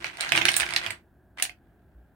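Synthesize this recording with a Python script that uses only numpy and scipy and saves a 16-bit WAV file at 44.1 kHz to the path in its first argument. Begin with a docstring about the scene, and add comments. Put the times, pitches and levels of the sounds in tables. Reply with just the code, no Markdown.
"""A desk in a small room: a hand stirs a heap of hard plastic dominoes, lifts away, then drops one more.
Each impact excites damped vibrations of a tile, heard as a clack at its own pitch, a sharp snap and a
brief high ring. Smaller tiles jostle underneath, and the desk top, driven by the heap, thuds and rumbles.
The heap lies to the right; a laptop fan runs quietly, and the walls add a short reverberation."""
import sys
import numpy as np
from scipy import signal
from scipy.fft import rfft, irfft, next_fast_len
from scipy.io import wavfile

SR = 44100
rng = np.random.default_rng(int(sys.argv[2]) if len(sys.argv) > 2 else 0)


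def bounce(signal):
    """Save signal as a 16-bit WAV file at the path given by the first command-line argument."""
    frames = np.transpose(np.atleast_2d(signal))
    limited = np.clip(frames, -1, 1)
    pcm = np.round(limited * 32767).astype(np.int16)
    wavfile.write(sys.argv[1], SR, pcm)


N = 94815

# Spectrum of the room air and the fan. Each row: frequency in Hz, relative level in dB.
AIR_SPECTRUM = [(20, -32), (58, -1.5), (100, -8), (380, -15.5), (490, -23.5), (700, -19), (1150, -33),
                (1650, -24), (2050, -42), (6000, -57), (15500, -45.5)]
# Reverberation of the room. Each row: frequency in Hz, time to decay by 60 dB in seconds.
REVERB_TIMES = [(500, 0.18), (1800, 0.14), (12000, 0.12)]
# Envelope of the desk's rumble under hand and tiles. Each row: time in seconds, level in dB.
RUMBLE_ENVELOPE = [(0, -54), (.27, -59), (.34, -39), (.48, -39.5), (.55, -50), (.88, -51.5), (1.1, -74.5)]
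# Soft bumps on the desk. Each row: start in seconds, peak level in dB, pitch in Hz.
DESK_BUMPS = [(0.598, -47, 62.5), (0.848, -46.5, 99), (1.931, -48.5, 59)]
# Response of the desk to sliding and to a knock. Each row: frequency in Hz, relative level in dB.
RUMBLE_SPECTRUM = [(40, -18.5), (140, 4.5), (270, -7.5), (345, 11.5), (430, -13.5), (1000, -34)]
THUD_SPECTRUM = [(130, -24.5), (330, -5.5), (480, -20), (720, 7), (1300, -22.5)]
# Envelope of the small tiles' jostling. Each row: time in seconds, level in dB.
JOSTLE_ENVELOPE = [(0, -47.5), (.05, -38), (.15, -49), (.24, -30), (.31, -46.5), (.34, -27), (.44, -36.5),
                   (.62, -36.5), (.87, -37), (.93, -47), (1.04, -89), (1.362, -94.5), (1.378, -37),
                   (1.5, -83.5)]
# Spectrum of their light touches. Each row: frequency in Hz, relative level in dB.
JOSTLE_SPECTRUM = [(200, -22), (750, -1.5), (1100, -2), (2200, 3.5), (6800, -18.5), (9000, -15.5),
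                   (11300, -31.5)]
# Noise in a knock's clack, snap and ring. Each row: frequency in Hz, relative level in dB.
CLACK_SPECTRUM = [(400, -47.5), (800, -14), (1150, -14), (1600, 3), (2300, 2), (3000, 2), (5000, -35.5)]
SNAP_SPECTRUM = [(1500, -27.5), (2800, -9), (3800, 1), (5300, -4.5), (6500, -9.5), (11000, -23.5),
                 (15500, -38.5)]
RING_SPECTRUM = [(4000, -27), (7000, 2), (8400, 4), (9800, 7), (11300, -16), (12800, -3.5), (15600, -16.5)]
# Edges that graze without a clack. Each row: start in seconds, relative level of snap and ring in dB.
EDGE_GRAZES = [(0.171, -43), (0.36, -29), (0.517, -27.5), (0.536, -32), (0.562, -30.5), (0.658, -41.5),
               (0.7071, -35.5)]
# Tile impacts. Each row: start in seconds, clack pitch in Hz, relative clack, snap and ring levels in dB.
TILE_KNOCKS = [(0.0435, 2300, -27, -33, -47), (0.067, 2400, -32.5, -35, -57), (0.0989, 2000, -37, -55, -69),
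               (0.2081, 2500, -25.5, -23.5, -25), (0.2379, 2000, -29, -45, -51),
               (0.2915, 3800, -28, -29.5, -59.5), (0.3205, 2180, -10, -21.5, -28),
               (0.3515, 2450, -16, -30, -43.5), (0.369, 2800, -24, -26.5, -31),
               (0.376, 2400, -14, -22.5, -28.5), (0.4139, 2200, -21, -32.5, -60),
               (0.4172, 3040, -17.5, -31, -56), (0.4533, 2430, -11.5, -16.5, -21),
               (0.484, 2420, -16, -23, -35), (0.4872, 3020, -15.5, -32.5, -34),
               (0.4902, 2150, -21.5, -21, -24.5), (0.541, 3000, -23, -23.5, -29),
               (0.5656, 2600, -23.5, -25.5, -13), (0.568, 2300, -31, -39, -15.5),
               (0.5994, 2500, -25, -23.5, -20), (0.607, 2550, -20.5, -25.5, -29),
               (0.62, 2200, -23, -31, -47), (0.631, 1750, -22, -42.5, -54), (0.664, 2300, -28, -35, -58),
               (0.69, 2100, -29.5, -37.5, -38), (0.737, 2200, -27, -29, -32.5),
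               (0.7626, 2780, -18, -17.5, -28), (0.7642, 4400, -23.5, -26, -36),
               (0.8634, 3340, -22, -34, -41), (0.906, 2300, -26.5, -35, -30),
               (1.3987, 1950, -29.5, -40, -39.5), (1.4234, 2800, -22.5, -26.5, -15),
               (1.425, 1700, -31.5, -24, -13), (1.452, 2900, -30.5, -34.5, -45),
               (1.495, 2140, -34.5, -45.5, -75.5)]

RESPONSE_SAMPLES, CLICK_SAMPLES = 16384, 132
RESPONSE_TIME = np.arange(RESPONSE_SAMPLES) / SR
HEAP_RING_HZ, DROP_RING_HZ, OVERTONE_HZ = 8870, 9620, 15550
HEAP_TONE_DB, DROP_TONE_DB = -5, -16  # landing flat on the desk damps the ring's pure tone
HEAP_THUD_DB, DROP_THUD_DB = -19.5, -15  # and thuds more; both relative to the clack
CLACK_PAN_DB, SNAP_PAN_DB, RING_PAN_DB = -14, -4, -7.5  # left minus right, for a knock in the heap


def amp(db):
    """Amplitude ratio of a level in decibels."""
    return 10 ** (np.asarray(db) / 20)


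def unit(x):
    """Normalisation to an rms of 1."""
    return x / np.sqrt(np.mean(x ** 2) + 1e-20)


def along(points, hz):
    """Interpolation of (Hz, value) points on a logarithmic frequency axis."""
    frequencies, values = np.transpose(points)
    return np.interp(np.log(hz + 1), np.log(frequencies + 1), values)


def envelope(rows):
    """Exponential growth and decay between (seconds, dB) points, as a gain per sample."""
    times, db = np.transpose(rows)
    return amp(np.interp(np.arange(N) / SR, times, db))


def pan(db):
    """Direction by level difference: left and right gains of mean power 1."""
    return unit(amp([[db / 2], [-db / 2]]))


def minimum_phase(spectrum):
    """Causality: folding the cepstrum onto positive time gives a minimum-phase frequency response."""
    hz = np.fft.rfftfreq(RESPONSE_SAMPLES, 1 / SR)
    cepstrum = irfft(np.log(amp(along(spectrum, hz))))
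    cepstrum[1:RESPONSE_SAMPLES // 2] *= 2
    cepstrum[RESPONSE_SAMPLES // 2 + 1:] = 0
    return np.exp(rfft(cepstrum))


def coloured(x, spectrum):
    """Linear filtering: convolution imposes the spectrum; the result has an rms of 1."""
    response = irfft(minimum_phase(spectrum))
    return unit(signal.fftconvolve(x, response[None], axes=1)[:, :N])


def click_sized(x):
    """Equal energy: each channel carries that of 3 ms at an rms of 1."""
    return x * np.sqrt(CLICK_SAMPLES) / np.linalg.norm(x, axis=-1, keepdims=True)


def add(out, start_s, x):
    """Superposition of x on out from the given start."""
    start = max(0, round(start_s * SR))
    out[:, start:start + x.shape[1]] += x[:, :N - start]


def centred_noise(spectrum, side_db=-12):
    """Partial coherence: coloured noise common to both channels, with a weaker independent part."""
    return coloured(rng.standard_normal(N) + amp(side_db) * rng.standard_normal((2, N)), spectrum)


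def in_room(x, tail_db=-3, rise_s=0.0032):
    """Reverberation: diffuse reflections build up behind the direct sound, and the treble dies first."""
    hz, t, noise = signal.stft(rng.standard_normal((2, RESPONSE_SAMPLES)), SR, nperseg=256)
    fade = amp(-60 * t / along(REVERB_TIMES, hz)[:, None]) * (1 - np.exp(-t / rise_s))
    tail = signal.istft(noise * fade, SR, nperseg=256)[1]
    tail /= np.linalg.norm(tail, axis=1, keepdims=True)
    source = unit(x[1:]) * np.sqrt(np.mean(x ** 2))  # right channel at the rms of both
    reflections = signal.fftconvolve(source, tail, axes=1)[:, :x.shape[1]]
    return x + amp(tail_db) * pan(db=-2.5) * reflections


def air_and_fan(level_db=-59.5):
    """Stationary noise: room air and the laptop fan make a steady, low hush."""
    return amp(level_db) * centred_noise(AIR_SPECTRUM)


def desk(bump_rise_s=0.038):
    """Forced vibration: the desk top rumbles under the sliding heap and booms softly when bumped."""
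    out = envelope(RUMBLE_ENVELOPE) * centred_noise(RUMBLE_SPECTRUM)
    swell = (RESPONSE_TIME / bump_rise_s * np.exp(1 - RESPONSE_TIME / bump_rise_s)) ** 2
    for start, db, hz in DESK_BUMPS:
        boom = swell * np.sin(2 * np.pi * hz * RESPONSE_TIME)
        add(out, start, amp(db) * boom[None])
    return out


def jostle(touches_per_s=380, spread_db=2.5, t60_s=0.009):
    """Incoherent addition: random light touches between tiles, each a dying scrape, sum in power."""
    onsets = rng.random(N) < touches_per_s / SR
    strengths = amp(spread_db * np.clip(rng.standard_normal(N), -2, 2))
    power_decay = amp(-60 / SR / t60_s) ** 2
    power = signal.lfilter([1], [1, -power_decay], onsets * strengths ** 2)
    touches = coloured(np.sqrt(power) * rng.standard_normal((2, N)), JOSTLE_SPECTRUM)
    return in_room(touches * envelope(JOSTLE_ENVELOPE) * pan(db=-3))


def burst(spectrum, t60_s, impact_db=-27):
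    """Impulsive excitation: a first contact and decaying scatter from nearby tiles, filtered alike."""
    force = rng.standard_normal((2, RESPONSE_SAMPLES)) * amp(-60 * RESPONSE_TIME / t60_s)
    force /= np.linalg.norm(force, axis=1, keepdims=True)
    force[:, 0] += amp(impact_db)
    return click_sized(irfft(rfft(force) * minimum_phase(spectrum)))


def mode(hz, t60_s):
    """Damped oscillation: a single mode decays exponentially, by 60 dB in t60_s."""
    return click_sized(np.sin(2 * np.pi * hz * RESPONSE_TIME) * amp(-60 * RESPONSE_TIME / t60_s))


def snap_and_ring(snap_db, ring_db, ring_hz, tone_db, pan_share, pitch_spread=0.015):
    """Modal excitation: a contact snaps and sets the tile's high modes ringing amid bright noise."""
    ring_hz *= np.exp(pitch_spread * rng.standard_normal())
    overtone_db = ring_db + 6  # the overtone's share grows with the hardness of the contact
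    tone = mode(ring_hz, t60_s=0.013) + amp(overtone_db) * mode(OVERTONE_HZ, t60_s=0.013)
    ring = amp(tone_db) * tone + amp(-6.5) * burst(RING_SPECTRUM, t60_s=0.017)
    snap = burst(SNAP_SPECTRUM, t60_s=0.010)
    return (amp(snap_db) * pan(pan_share * SNAP_PAN_DB) * snap
            + amp(ring_db) * pan(pan_share * RING_PAN_DB) * ring)


def dominoes(drop_after_s=1.2, body_db=-3.5, scatter_db=-2.5):
    """Impact sound: every contact snaps and rings; a full knock also clacks and thuds the desk."""
    out = np.zeros((2, N))
    in_heap = HEAP_RING_HZ, HEAP_TONE_DB, HEAP_THUD_DB, 1
    dropped = DROP_RING_HZ, DROP_TONE_DB, DROP_THUD_DB, 0.43  # lands nearer the middle
    for start, hz, clack_db, snap_db, ring_db in TILE_KNOCKS:
        ring_hz, tone_db, thud_db, pan_share = in_heap if start < drop_after_s else dropped
        place = pan(pan_share * CLACK_PAN_DB)
        body = amp(clack_db + body_db) * place * mode(hz, t60_s=0.014)
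        scatter = amp(scatter_db) * place * burst(CLACK_SPECTRUM, t60_s=0.016)
        thud = amp(thud_db) * burst(THUD_SPECTRUM, t60_s=0.083)[0]
        tick = snap_and_ring(snap_db, ring_db, ring_hz, tone_db, pan_share)
        add(out, start, body)  # the clack's pitched part stays close and dry
        add(out, start, in_room(amp(clack_db) * (scatter + thud) + tick))
    for start, db in EDGE_GRAZES:
        graze = snap_and_ring(db, db, HEAP_RING_HZ, HEAP_TONE_DB, pan_share=0.9)
        add(out, start, in_room(graze))
    return out


def scene():
    """Superposition: the sound pressures of tiles, desk and air add."""
    return dominoes() + jostle() + desk() + air_and_fan()


def record(dry):
    """Saturation and band limiting: the highest peaks are rounded, then a steep low-pass acts."""
    ceiling, cutoff_hz = 0.95, 16100
    rounded = dry / (1 + np.abs(dry / ceiling) ** 6) ** (1 / 6)
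    padded = next_fast_len(N + RESPONSE_SAMPLES)
    low_pass = 1 / (1 + (np.fft.rfftfreq(padded, 1 / SR) / cutoff_hz) ** 160)
    return irfft(rfft(rounded, padded) * low_pass, padded)[:, :N]


dry = scene()
out = record(dry)
bounce(out)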